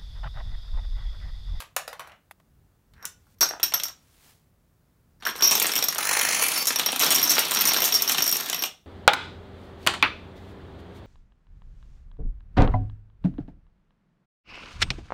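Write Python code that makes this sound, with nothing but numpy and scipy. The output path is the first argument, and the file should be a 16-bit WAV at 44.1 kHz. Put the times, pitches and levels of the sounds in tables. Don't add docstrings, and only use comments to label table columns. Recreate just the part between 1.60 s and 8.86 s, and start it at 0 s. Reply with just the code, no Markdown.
import sys
import numpy as np
from scipy import signal
from scipy.fft import rfft, irfft
from scipy.io import wavfile
from scipy.ndimage import uniform_filter1d, minimum_filter1d

SR = 44100
rng = np.random.default_rng(int(sys.argv[2]) if len(sys.argv) > 2 else 0)


def level_to_linear(level):
    exponent = np.asarray(level, float) / 20
    return 10 ** exponent


def wav_out(sig):
    wavfile.write(sys.argv[1], SR, np.round(np.clip(np.atleast_2d(sig).T, -1, 1) * 32767).astype(np.int16))


N = 320166
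NOW_S = np.arange(N) / SR


def rms_one(x):
    return x / np.sqrt(np.mean(x ** 2) + 1e-20)


def filtered(x, order, kind, hz):
    return signal.sosfilt(signal.butter(order, hz, kind, fs=SR, output="sos"), x)


def curve_db(points):
    s, level_db = np.transpose(points)
    return np.interp(NOW_S, s, level_db, left=-140, right=-140)


def clicks(s, level_db):
    out = np.full(N, 1e-12)
    np.add.at(out, (np.asarray(s) * SR).astype(int), level_to_linear(level_db))
    return out


def grains(per_s, spread_db):
    sizes = level_to_linear(spread_db * np.minimum(rng.exponential(1, N), 4)) * rng.choice([-1, 1], N)
    return rms_one(sizes * (rng.random(N) < per_s / SR)) + 1e-12


def contact(train, ms, per_s, first=2.2):
    decay = signal.lfilter([1], [1, -np.exp(-1000 / (ms * SR))], train)
    return first * train + decay * grains(per_s, spread_db=4.0)


def uneven_gain(level_db, spread_db, step, length):
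    drawn_db = level_db + spread_db * rng.standard_normal(N // step + 1)
    return np.repeat(level_to_linear(drawn_db), step)[:length]


def body(x, resonances, uneven_db=1.4):
    out, power = 0, 0
    for k, (hz, width_hz, level_db) in enumerate(resonances):
        r = np.exp(-np.pi * width_hz / SR)
        b = np.array([1, 0, -1]) * (1 - r * r) / 2
        a = [1, -2 * r * np.cos(2 * np.pi * hz / SR), r * r]
        driven = x * uneven_gain(level_db, uneven_db, SR // 80, N)
        out = out + (-1) ** k * signal.lfilter(b, a, driven)
        power += level_to_linear(2 * level_db) * np.pi * width_hz / SR
    return out / np.sqrt(power)


def ringing(x, modes, detune, count):
    struck, step = np.flatnonzero(x), SR // 150
    start = struck[0]
    part = x[start:struck[-1] + SR // 5]
    out, length = np.zeros(N), len(part)
    dealt = np.repeat(rng.integers(0, count, N // step + 1), step)[:length]
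    for tile, offset in enumerate(np.linspace(-detune, detune, count)):
        mine = part * (dealt == tile) + 1e-18
        for hz, level_db, t60_s in modes:
            r, w = level_to_linear(-60 / (t60_s * SR)), 2 * np.pi * hz * (1 + offset) / SR
            driven = mine * uneven_gain(level_db, 3, step, length)
            ring = signal.lfilter([0, np.sin(w)], [1, -2 * r * np.cos(w), r * r], driven)
            out[start:start + length] += ring
    return out


# (frequency [Hz], density [dB/Hz])
HISS = [(88, -31), (150, -1.5), (186, -8), (483, -17), (974, -22), (1300, -22.5), (2680, -31), (15800, -36)]
# (time [s], level [dB])
HANDLING = [(0.0, -78), (0.04, -65), (0.87, -67.5), (0.99, -59.5), (1.23, -68.5), (1.37, -52),
            (1.43, -62.5), (3.32, -66.5), (3.94, -57), (4.29, -72), (4.55, -56.5), (4.97, -68), (7.26, -69)]


def hush():
    hz = np.fft.rfftfreq(N, 1 / SR)
    log_hz, density_db = np.log(np.array(HISS)[:, 0]), np.array(HISS)[:, 1]
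    gain = level_to_linear(np.interp(np.log(hz + 1), log_hz, density_db)) * (hz > 140)
    gain = gain * (1 + .5 * (hz / 13000) ** 4)
    hiss = rms_one(irfft(rfft(rng.standard_normal(N)) * gain, N))
    rumble = rms_one(filtered(rng.standard_normal(N), 2, "band", [36, 125]))
    s, rumble_db = np.transpose(HANDLING)
    return level_to_linear(-67.5) * hiss + level_to_linear(np.interp(NOW_S, s, rumble_db)) * rumble


# (time [s], knock [dB], tick [dB])
BLOCK = [(0.003, -32, -21.5), (0.1641, -18.5, -9.5), (0.1895, -59, -40.5), (0.278, -26.5, -24),
         (0.329, -33, -30), (0.395, -34, -29), (0.405, -44, -35), (0.42, -48, -55), (0.473, -46, -36.5),
         (0.518, -46.5, -55), (0.7107, -42.5, -33.5), (0.8, -59, -57), (0.021, -37, -38)]
# (time [s], level [dB])
BLOCK_ROLL = [(0.4, -42), (0.422, -49), (0.532, -52.5), (0.6, -81)]
# (frequency [Hz], width [Hz], level [dB])
WOOD = [(570, 190, 2.5), (1130, 740, 3.5), (1650, 1330, 1.5), (2630, 1820, -0.5), (3920, 1800, -7),
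        (5440, 1200, -12.5)]
BLOCK_EDGE = [(4060, 2000, 0), (7110, 3500, -0.5), (11200, 4400, 2.5), (14600, 4200, -5.5)]
ROCKING = [(683, 250, 2), (1465, 550, 1.5), (2260, 620, -2.5), (4350, 270, -15)]
CASING = [(681, 340, -3), (1870, 1500, -7), (3510, 1100, -13)]


def wooden_block():
    s, knock_db, tick_db = np.transpose(BLOCK)
    far = NOW_S < .65
    knock = contact(clicks(s, knock_db + 7), ms=4.0, per_s=9900)
    tick = body(contact(clicks(s, tick_db - 6), ms=4.6, per_s=4800), BLOCK_EDGE)
    rocking = body(level_to_linear(curve_db(BLOCK_ROLL) - 2.5) * grains(810, spread_db=0.5), ROCKING)
    block = filtered(body(knock * far, WOOD) + rocking, 2, "high", 360) + tick * far
    touches = body(knock * ~far, CASING) + tick * ~far
    return block, touches


# (upper edge [Hz], level [dB], t60 [s])
ROOM = [(270, 3.5, 0.27), (700, -3, 0.26), (1830, 1, 0.2), (3760, 0.5, 0.22), (8200, -0.5, 0.2),
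        (16100, -1, 0.13)]


def room(x):
    t, out, step = np.arange(SR // 2) / SR, 0, SR // 40
    spot = np.repeat(rng.integers(0, 4, N // step + 1), step)[:N]
    for k in range(4):
        tail, low_hz = 0, 90
        for high_hz, level_db, t60_s in ROOM:
            band = filtered(rng.standard_normal(len(t)), 2, "band", [low_hz, high_hz])
            decay = level_to_linear(-60 * t / t60_s) + 0.16 * level_to_linear(-32 * t / t60_s)
            tail = tail + band * level_to_linear(level_db) * decay
            low_hz = high_hz
        spectrum = rfft(tail, SR)
        power = np.abs(spectrum) ** 2
        even = np.sqrt(uniform_filter1d(power, size=800) / uniform_filter1d(power, size=100))
        tail = irfft(spectrum * even, SR)[:len(t)]
        onset = np.clip((t - .002) / 0.00055, 0, 1)
        out = out + signal.fftconvolve(x * (spot == k), tail * onset)[:N]
    return out


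# (time [s], level [dB])
RUSTLE = [
    [(1.3, -93), (1.388, -91), (1.522, -78), (1.75, -68.5)],
    [(2.36, -71), (2.55, -63.5), (2.63, -59.5), (2.7, -56), (2.76, -66.5), (2.9, -86)],
]


def rustle():
    level = sum(level_to_linear(curve_db(span)) for span in RUSTLE)
    return level * signal.lfilter([1], [1, -.3], grains(6000, spread_db=-7.0))


# (time [s], knock [dB], tick [dB], ring [dB])
LOOSE = [(1.3361, -44.5, -56.5, -63), (1.4264, -29, -47, -39), (1.4532, -27, -16.5, -29.5),
         (1.668, -43.5, -65.5, -69), (1.7006, -72.5, -82.5, -68.5), (1.7853, -56.5, -61.5, -52.5),
         (1.8083, -8.5, -2.5, -2.5), (1.8135, -8.5, -21.5, -12), (1.8274, -7.5, -18, -5.5),
         (1.8543, -33, -32, -43), (1.8892, -29.5, -23.5, -19.5), (1.9085, -12.5, -48, -64),
         (1.936, -16, -68, -53.5), (1.9663, -24.5, -78, -56.5), (1.9985, -17, -34.5, -52),
         (2.03, -9.5, -10.5, -4.5), (2.0345, -31, -11.5, -28), (2.0395, -24, -19, -17.5),
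         (2.065, -61, -60, -27), (2.122, -14.5, -31.5, -58), (2.138, -11, -9.5, -11),
         (2.1426, -30.5, -21, -10.5), (2.1987, -19.5, -25.5, -20), (2.2256, -26, -43.5, -36.5),
         (2.2348, -21, -17, -16.5), (2.2542, -21.5, -44, -19.5), (2.283, -24, -28, -60),
         (2.3, -25, -65, -60), (3.662, -34, -21, -33)]
SMALL_TOWER = [(3.6015, -58, -79, -61.5), (3.6085, -49, -68, -68), (3.6234, -29, -95, -57),
               (3.6324, -34, -79, -62), (3.6525, -23, -36, -28.5), (3.6699, -28, -26.5, -25.5),
               (3.6803, -45, -47, -34), (3.6892, -21, -41, -39), (3.6983, -50, -34, -48),
               (3.7077, -34, -60, -36), (3.7541, -25, -53, -37), (3.7618, -35, -36, -43),
               (3.7721, -54, -40, -50.5), (3.7806, -44, -40, -40), (3.7887, -39, -44.5, -32),
               (3.8077, -25, -27, -35), (3.823, -7.5, -19, -7), (3.831, -24, -11.5, -4.5),
               (3.8437, -26, -19, -27), (3.8719, -24.5, -30, -9), (3.8809, -37.5, -28, -44),
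               (3.8982, -25, -28, -40), (3.9105, -9.5, -4, -11), (3.926, -39, -28, -25),
               (3.9523, -17, -21, -8.5), (3.9776, -26, -20.5, -26.5), (3.9987, -25, -14, -40),
               (4.0184, -14.5, -33, -19.5), (4.024, -35.5, -18, -13.5), (4.0445, -17, -29, -44),
               (4.0558, -18, -43, -25), (4.0671, -22, -12.5, -32), (4.0935, -17.5, -44, -35),
               (4.118, -24, -24, -22.5), (4.1362, -23, -26, -40), (4.1453, -39, -31, -32),
               (4.1549, -27, -19, -20), (4.1628, -17, -17, -21), (4.178, -33, -37, -20.5),
               (4.189, -24, -19.5, -37), (4.225, -19.5, -20.5, -18), (4.24, -28, -17, -16),
               (4.2847, -21, -17.5, -17.5), (4.3253, -26, -23.5, -39), (4.3478, -47, -23, -29),
               (4.3578, -23, -56, -52)]
TALL_TOWER = [(5.048, -37, -36, -31), (5.0557, -30, -25, -24.5), (5.0708, -17, -5.5, -18),
              (5.0828, -29, -27.5, -18), (5.1052, -16.5, -28, -27), (5.123, -27.5, -25, -37),
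              (5.13, -33, -30, -36), (5.159, -21, -20, -20.5), (5.1869, -22.5, -19.5, -26),
              (5.195, -14.5, -20, -23), (5.2148, -25, -37, -38), (5.2337, -24, -42, -46),
              (5.261, -15.5, -18.5, -15.5), (5.2866, -14, -39.5, -36), (5.2994, -34, -44, -46),
              (5.3194, -27.5, -21, -35), (5.3279, -16.5, -47, -49), (5.3484, -30, -58.5, -47),
              (5.3606, -24, -23.5, -24.5), (5.3944, -31.5, -17.5, -25), (5.3997, -16.5, -8.5, -34),
              (5.413, -18, -24, -30.5), (5.4221, -19, -33, -13), (5.4319, -12, -16, -20),
              (5.4448, -33, -14.5, -35), (5.4558, -25, -35, -45), (5.4639, -18.5, -18, -19),
              (5.4724, -21.5, -47, -30), (5.486, -28, -35, -35), (5.5052, -9.5, -3.5, -8),
              (5.5187, -30, -42, -30), (5.5227, -26.5, -15.5, -26.5), (5.546, -23, -11.5, -13),
              (5.56, -26, -16, -28), (5.572, -27, -37, -39.5), (5.583, -26.5, -48, -22.5),
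              (5.596, -21, -23.5, -30.5), (5.6156, -27, -20, -30.5), (5.6278, -21, -33, -12.5),
              (5.638, -36, -24, -16), (5.65, -32, -22, -39), (5.657, -42, -33, -23),
              (5.6678, -44, -32, -30), (5.675, -45, -24.5, -16), (5.6949, -20.5, -31, -5)]
MIDDLE = [(5.705, -16.5, -8.5, -30), (5.7165, -41, -13, -30), (5.7386, -47, -37, -38),
          (5.7527, -43, -24, -21), (5.762, -42, -34, -47), (5.7676, -17, -31.5, -43),
          (5.7809, -7, -24, -21), (5.7917, -37, -6.5, -18), (5.819, -38, -37, -43), (5.8482, -40, -29, -41),
          (5.8525, -37, -22.5, -25), (5.8843, -44, -29.5, -42), (5.9098, -22, -16, -26),
          (5.9178, -22, -17, -41), (5.9339, -37, -24, -36), (5.939, -40, -22, -25),
          (5.948, -33, -15.5, -27), (5.96, -18, -43, -25), (5.9702, -20, -24, -23),
          (5.9888, -20.5, -26, -22), (6.001, -24, -31, -21), (6.009, -17, -21, -13), (6.018, -24, -16, -35),
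          (6.04, -20.5, -26, -31), (6.0535, -17, -14.5, -14.5), (6.0728, -20.5, -12.5, -15.5),
          (6.0853, -21, -21.5, -14), (6.0914, -20, -41, -14), (6.11, -19, -42, -39),
          (6.117, -16, -34, -20.5), (6.1344, -21, -12, -22), (6.1434, -21, -19.5, -29),
          (6.1636, -16, -43, -22.5), (6.171, -25, -21, -18.5), (6.1845, -22.5, -31, -25),
          (6.2041, -19.5, -19, -22), (6.2198, -21, -20, -16), (6.2303, -19.5, -25, -23),
          (6.2408, -19, -15, -20), (6.2476, -24, -10, -29), (6.2552, -44, -18, -17.5),
          (6.278, -20.5, -33, -21.5), (6.2882, -26, -23.5, -39), (6.3234, -20.5, -25, -15.5)]
CRUMBLE = [(6.341, -21, -17, -13.5), (6.3474, -23.5, -11, -5), (6.3654, -39, -34, -34),
           (6.372, -34, -30, -43), (6.4, -27, -39, -45), (6.41, -33, -33, -29.5), (6.421, -42, -20, -14.5),
           (6.428, -27, -24, -28), (6.477, -25, -24, -17), (6.487, -22, -47, -20),
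           (6.4947, -14, -11.5, -23.5), (6.5111, -23, -31, -22.5), (6.5189, -22, -11, -19),
           (6.5464, -15.5, -34, -38), (6.574, -29, -30, -23.5), (6.5822, -16.5, -19.5, -19),
           (6.589, -36, -26, -25), (6.605, -20, -25, -29), (6.6222, -22, -23, -14.5),
           (6.6405, -42, -21, -20), (6.66, -41, -35, -23), (6.666, -24.5, -17, -43),
           (6.6771, -29, -16.5, -20.5), (6.692, -30, -18, -18.5), (6.7146, -37, -21, -29.5),
           (6.7253, -28, -27, -16), (6.7437, -35, -33, -44), (6.75, -35, -30, -31), (6.7561, -28, -25, -27),
           (6.7671, -36, -18, -38), (6.789, -30, -47, -38), (6.7999, -24, -30.5, -25),
           (6.8075, -28, -21, -32), (6.86, -27, -27.5, -34.5), (6.887, -31, -27.5, -38),
           (6.898, -23, -21, -35), (6.929, -21.5, -24.5, -24.5), (6.945, -28, -29, -24.5),
           (6.9607, -39, -31.5, -34), (6.9803, -27.5, -59, -33), (6.991, -43, -49, -29),
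           (7.0138, -35, -44, -32.5), (7.0228, -22.5, -23.5, -20), (7.0375, -20, -19, -24.5),
           (7.05, -52, -35, -49), (7.0577, -39, -26, -44)]


def landings():
    towers = np.vstack([SMALL_TOWER, TALL_TOWER, MIDDLE, CRUMBLE]) + [0, 7, 7.5, 6.5]
    return np.vstack([LOOSE, towers]).T


# (time [s], level [dB])
TUMBLE = [
    [(3.6, -81), (3.66, -79), (3.81, -41.5), (3.982, -27), (4.37, -36.5)],
    [(4.38, -31), (4.464, -34), (4.6, -37), (4.674, -27), (5.04, -32.5)],
    [(5.05, -37), (5.288, -31), (5.385, -33)],
    [(5.4, -23), (6.022, -27), (6.888, -32), (6.958, -37), (7.08, -37)],
]
# (time [s], level [dB])
SCRAPE = [
    [(1.345, -68), (1.365, -59), (1.42, -54), (1.45, -35), (1.47, -64.5), (1.5, -74.5)],
    [(3.6, -61), (3.64, -48.5), (3.665, -24.5), (3.72, -46), (3.78, -41.5), (3.82, -24.5)],
]
# (frequency [Hz], width [Hz], level [dB])
LAMINATE = [(572, 292, -9), (1100, 590, -3.5), (1770, 1020, -2.5), (3060, 2260, 0.5), (4110, 1810, 0.5),
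            (5500, 3100, -18)]
FLAT_SIDE = [(714, 630, -1.5), (1047, 810, 3), (1367, 880, 1)]
BOARDS = [(155, 15, -3), (255, 42, -0.5), (412, 85, -5)]
PUSHED = [(1050, 1120, -5), (1690, 515, 1.5)]
TICK = [(6130, 1200, -4.5), (9390, 1530, 2), (11540, 9000, -2), (13600, 2200, 2.5)]
# (frequency [Hz], level [dB], t60 [s])
TILE = [(5610, -1.5, .05), (5405, -12, .035), (6160, -11, .045), (12900, -3.5, .03), (13950, -5, .03),
        (10590, -21, .02)]
LONE_TILE = [(5597, 0, .052), (6130, -12, .07), (12890, -6, .045), (13920, -7, .06)]
SKITTER_START_S, SKITTER_END_S = 1.7, 3.0
FIELD_START_S, FIELD_END_S, CLEAR_FROM_S, LAST_FROM_S = 4.38, 4.8, 4.81, 4.95


def free_tiles():
    s, knock_db, tick_db, ring_db = landings()
    tumble_db = curve_db(np.vstack(TUMBLE))
    lone = (NOW_S > SKITTER_START_S) & (NOW_S < SKITTER_END_S)
    loose = np.where((NOW_S > FIELD_START_S) & (NOW_S < LAST_FROM_S), .2, 1)
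    clatter = loose * grains(2500, spread_db=3.0)
    scrape = sum(level_to_linear(curve_db(span)) for span in SCRAPE)

    flat = np.clip((knock_db - tick_db - 3) / 16, .03, np.where(s < SKITTER_END_S, .995, .55))
    edge_knocks = clicks(s, knock_db - 1 + 10 * np.log10(1 - flat))
    knock = contact(edge_knocks, ms=5.44, per_s=8300) + level_to_linear(tumble_db + 1.5) * clatter
    thud = contact(clicks(s, knock_db - 0.5 + 10 * np.log10(flat)), ms=2.1, per_s=11000)
    tick = contact(clicks(s, tick_db), ms=2.53, per_s=7000) + level_to_linear(tumble_db - 6.5) * clatter
    pushed = body(scrape * grains(2500, spread_db=5.0), PUSHED)
    flat_side = filtered(1.11 * body(thud, FLAT_SIDE), 1, "band", [480, 2000])
    clacks = body(knock, LAMINATE) + flat_side + body(tick, TICK) + pushed

    rattle = (loose ** 2 * level_to_linear(tumble_db - 35) + level_to_linear(-43) * scrape) * grains(700, spread_db=4.5)
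    strike = contact(clicks(s, ring_db - 26.5), ms=3.6, per_s=3000, first=7.1) + rattle
    rings = ringing(strike * lone, LONE_TILE, detune=.0015, count=2)
    rings = rings + ringing(strike * ~lone, TILE, detune=.007, count=5)

    boom = level_to_linear(tumble_db - 21) * body(grains(500, spread_db=4.0), BOARDS, uneven_db=3.0)
    shake_db = np.where(lone, -33, -25)
    boom = boom + level_to_linear(shake_db) * body(knock + thud + 3 * pushed, BOARDS)
    return clacks + rings + boom


# (time [s], knock [dB], tick [dB])
ROWS = [(4.383, -22.5, -13), (4.4059, -24.5, -18), (4.4273, -21.5, -25), (4.45, -21.5, -24),
        (4.469, -18, -19), (4.49, -15.5, -16), (4.509, -17.5, -25), (4.5142, -26, -29), (4.527, -20, -18),
        (4.5327, -17, -35), (4.5492, -23.5, -32), (4.567, -15, -26), (4.5912, -20.5, -12),
        (4.6114, -16, -13.5), (4.6287, -20, -14), (4.648, -15, -30), (4.669, -25.5, -36), (4.686, -19, -27),
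        (4.706, -20, -17), (4.721, -22, -34), (4.727, -20, -16.5), (4.745, -18, -31), (4.762, -25, -36),
        (4.769, -32, -29), (4.7837, -50, -29.5), (4.7925, -24.5, -28)]
LINE = [(4.813, -20.5, -12), (4.821, -2, -4), (4.836, -7, 2), (4.862, -9.5, -20), (4.884, -12, 6.5),
        (4.9027, -22, -18), (4.9174, -13.5, 3), (4.937, -18.5, -17.5), (4.959, -21, -28), (4.974, -9, -10),
        (5.008, -36, -12)]


def falling_rows():
    return np.vstack([np.array(ROWS) + [0, 7.5, 13.5], LINE]).T


def gliding(x, start_s, end_s, start_hz, end_hz, width_hz):
    out, state, r = np.zeros(N), np.zeros(2), np.exp(-np.pi * width_hz / SR)
    for i in range(int(FIELD_START_S * SR), int((LINE[-1][0] + .1) * SR), 256):
        hz = np.interp(i / SR, [start_s, end_s], [start_hz, end_hz])
        a = [1, -2 * r * np.cos(2 * np.pi * hz / SR), r * r]
        out[i:i + 256], state = signal.lfilter([1, 0, -1], a, x[i:i + 256], zi=state)
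    return out * (1 - r * r) / 2 / np.sqrt(np.pi * width_hz / SR)


# (start [s], end [s], start [Hz], end [Hz], width [Hz], level [dB])
HOLLOW = [
    (4.4, 4.8, 1550, 2200, 800, -5),
    (4.45, 5.0, 4180, 4620, 250, -11),
]
# (frequency [Hz], width [Hz], level [dB])
FIELD = [(900, 1100, -1), (3380, 2140, -1), (5900, 1860, 2.5), (7570, 530, -12), (9430, 620, 0),
         (10920, 750, -0.5), (14100, 3120, -5.5)]
# (frequency [Hz], level [dB], t60 [s])
CLEAR_TILE = [(10600, -6, .015), (11430, -1.5, .025)]
LAST_TILE = [(4600, -3, .04), (5420, 0, .045), (11430, -6, .03), (12700, -8, .025), (13700, 0, .025)]


def field():
    s, knock_db, tick_db = falling_rows()
    spread = signal.windows.tukey(SR // 110, .6)
    slip = (NOW_S > FIELD_START_S) * (NOW_S < LAST_FROM_S + .08)
    sliding = level_to_linear(np.interp(NOW_S, [FIELD_START_S, FIELD_END_S], [-35, -28])) * slip
    falling = signal.fftconvolve(clicks(s, knock_db - 14), spread)[:N]
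    rows = (falling + sliding) * grains(14000, spread_db=4.0)
    ticks = contact(clicks(s, tick_db - 15), ms=3.0, per_s=7000)
    piled = rows * np.where(NOW_S > CLEAR_FROM_S, level_to_linear(-2), 1)

    hollow = sum(level_to_linear(level_db) * gliding(piled, *glide) for *glide, level_db in HOLLOW)
    hollow = hollow * np.interp(NOW_S, [CLEAR_FROM_S, LAST_FROM_S], [1, .6])
    clack = body(piled, FIELD, uneven_db=2.5) + hollow + body(ticks, TICK)

    clear_rows = rows * (NOW_S > CLEAR_FROM_S) * (NOW_S < LAST_FROM_S)
    clear = ringing(clear_rows, CLEAR_TILE, detune=.0037, count=3)
    last = ringing(rows * (NOW_S > LAST_FROM_S), LAST_TILE, detune=.005, count=3)
    return clack + level_to_linear(-25.5) * clear + level_to_linear(-26) * last


def scene():
    block, touches = wooden_block()
    tiles = filtered(free_tiles() + field(), 4, "high", 125)
    wet = room(level_to_linear(-34) * tiles + level_to_linear(-33) * block)
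    return (tiles + block + touches + wet + rustle() + hush())[None]


def roll_off(x):
    return signal.sosfilt(signal.butter(12, 16980, fs=SR, output="sos"), x)


def record(dry):
    headroom = minimum_filter1d(np.minimum(1, .45 / (np.abs(dry) + 1e-9)), size=177, axis=1)
    limited = dry * uniform_filter1d(headroom, size=89, axis=1)
    cut = signal.cheby2(16, 36, 16050, fs=SR, output="sos")
    return roll_off(signal.sosfilt(cut, limited))


dry = scene()
out = record(dry)
wav_out(out)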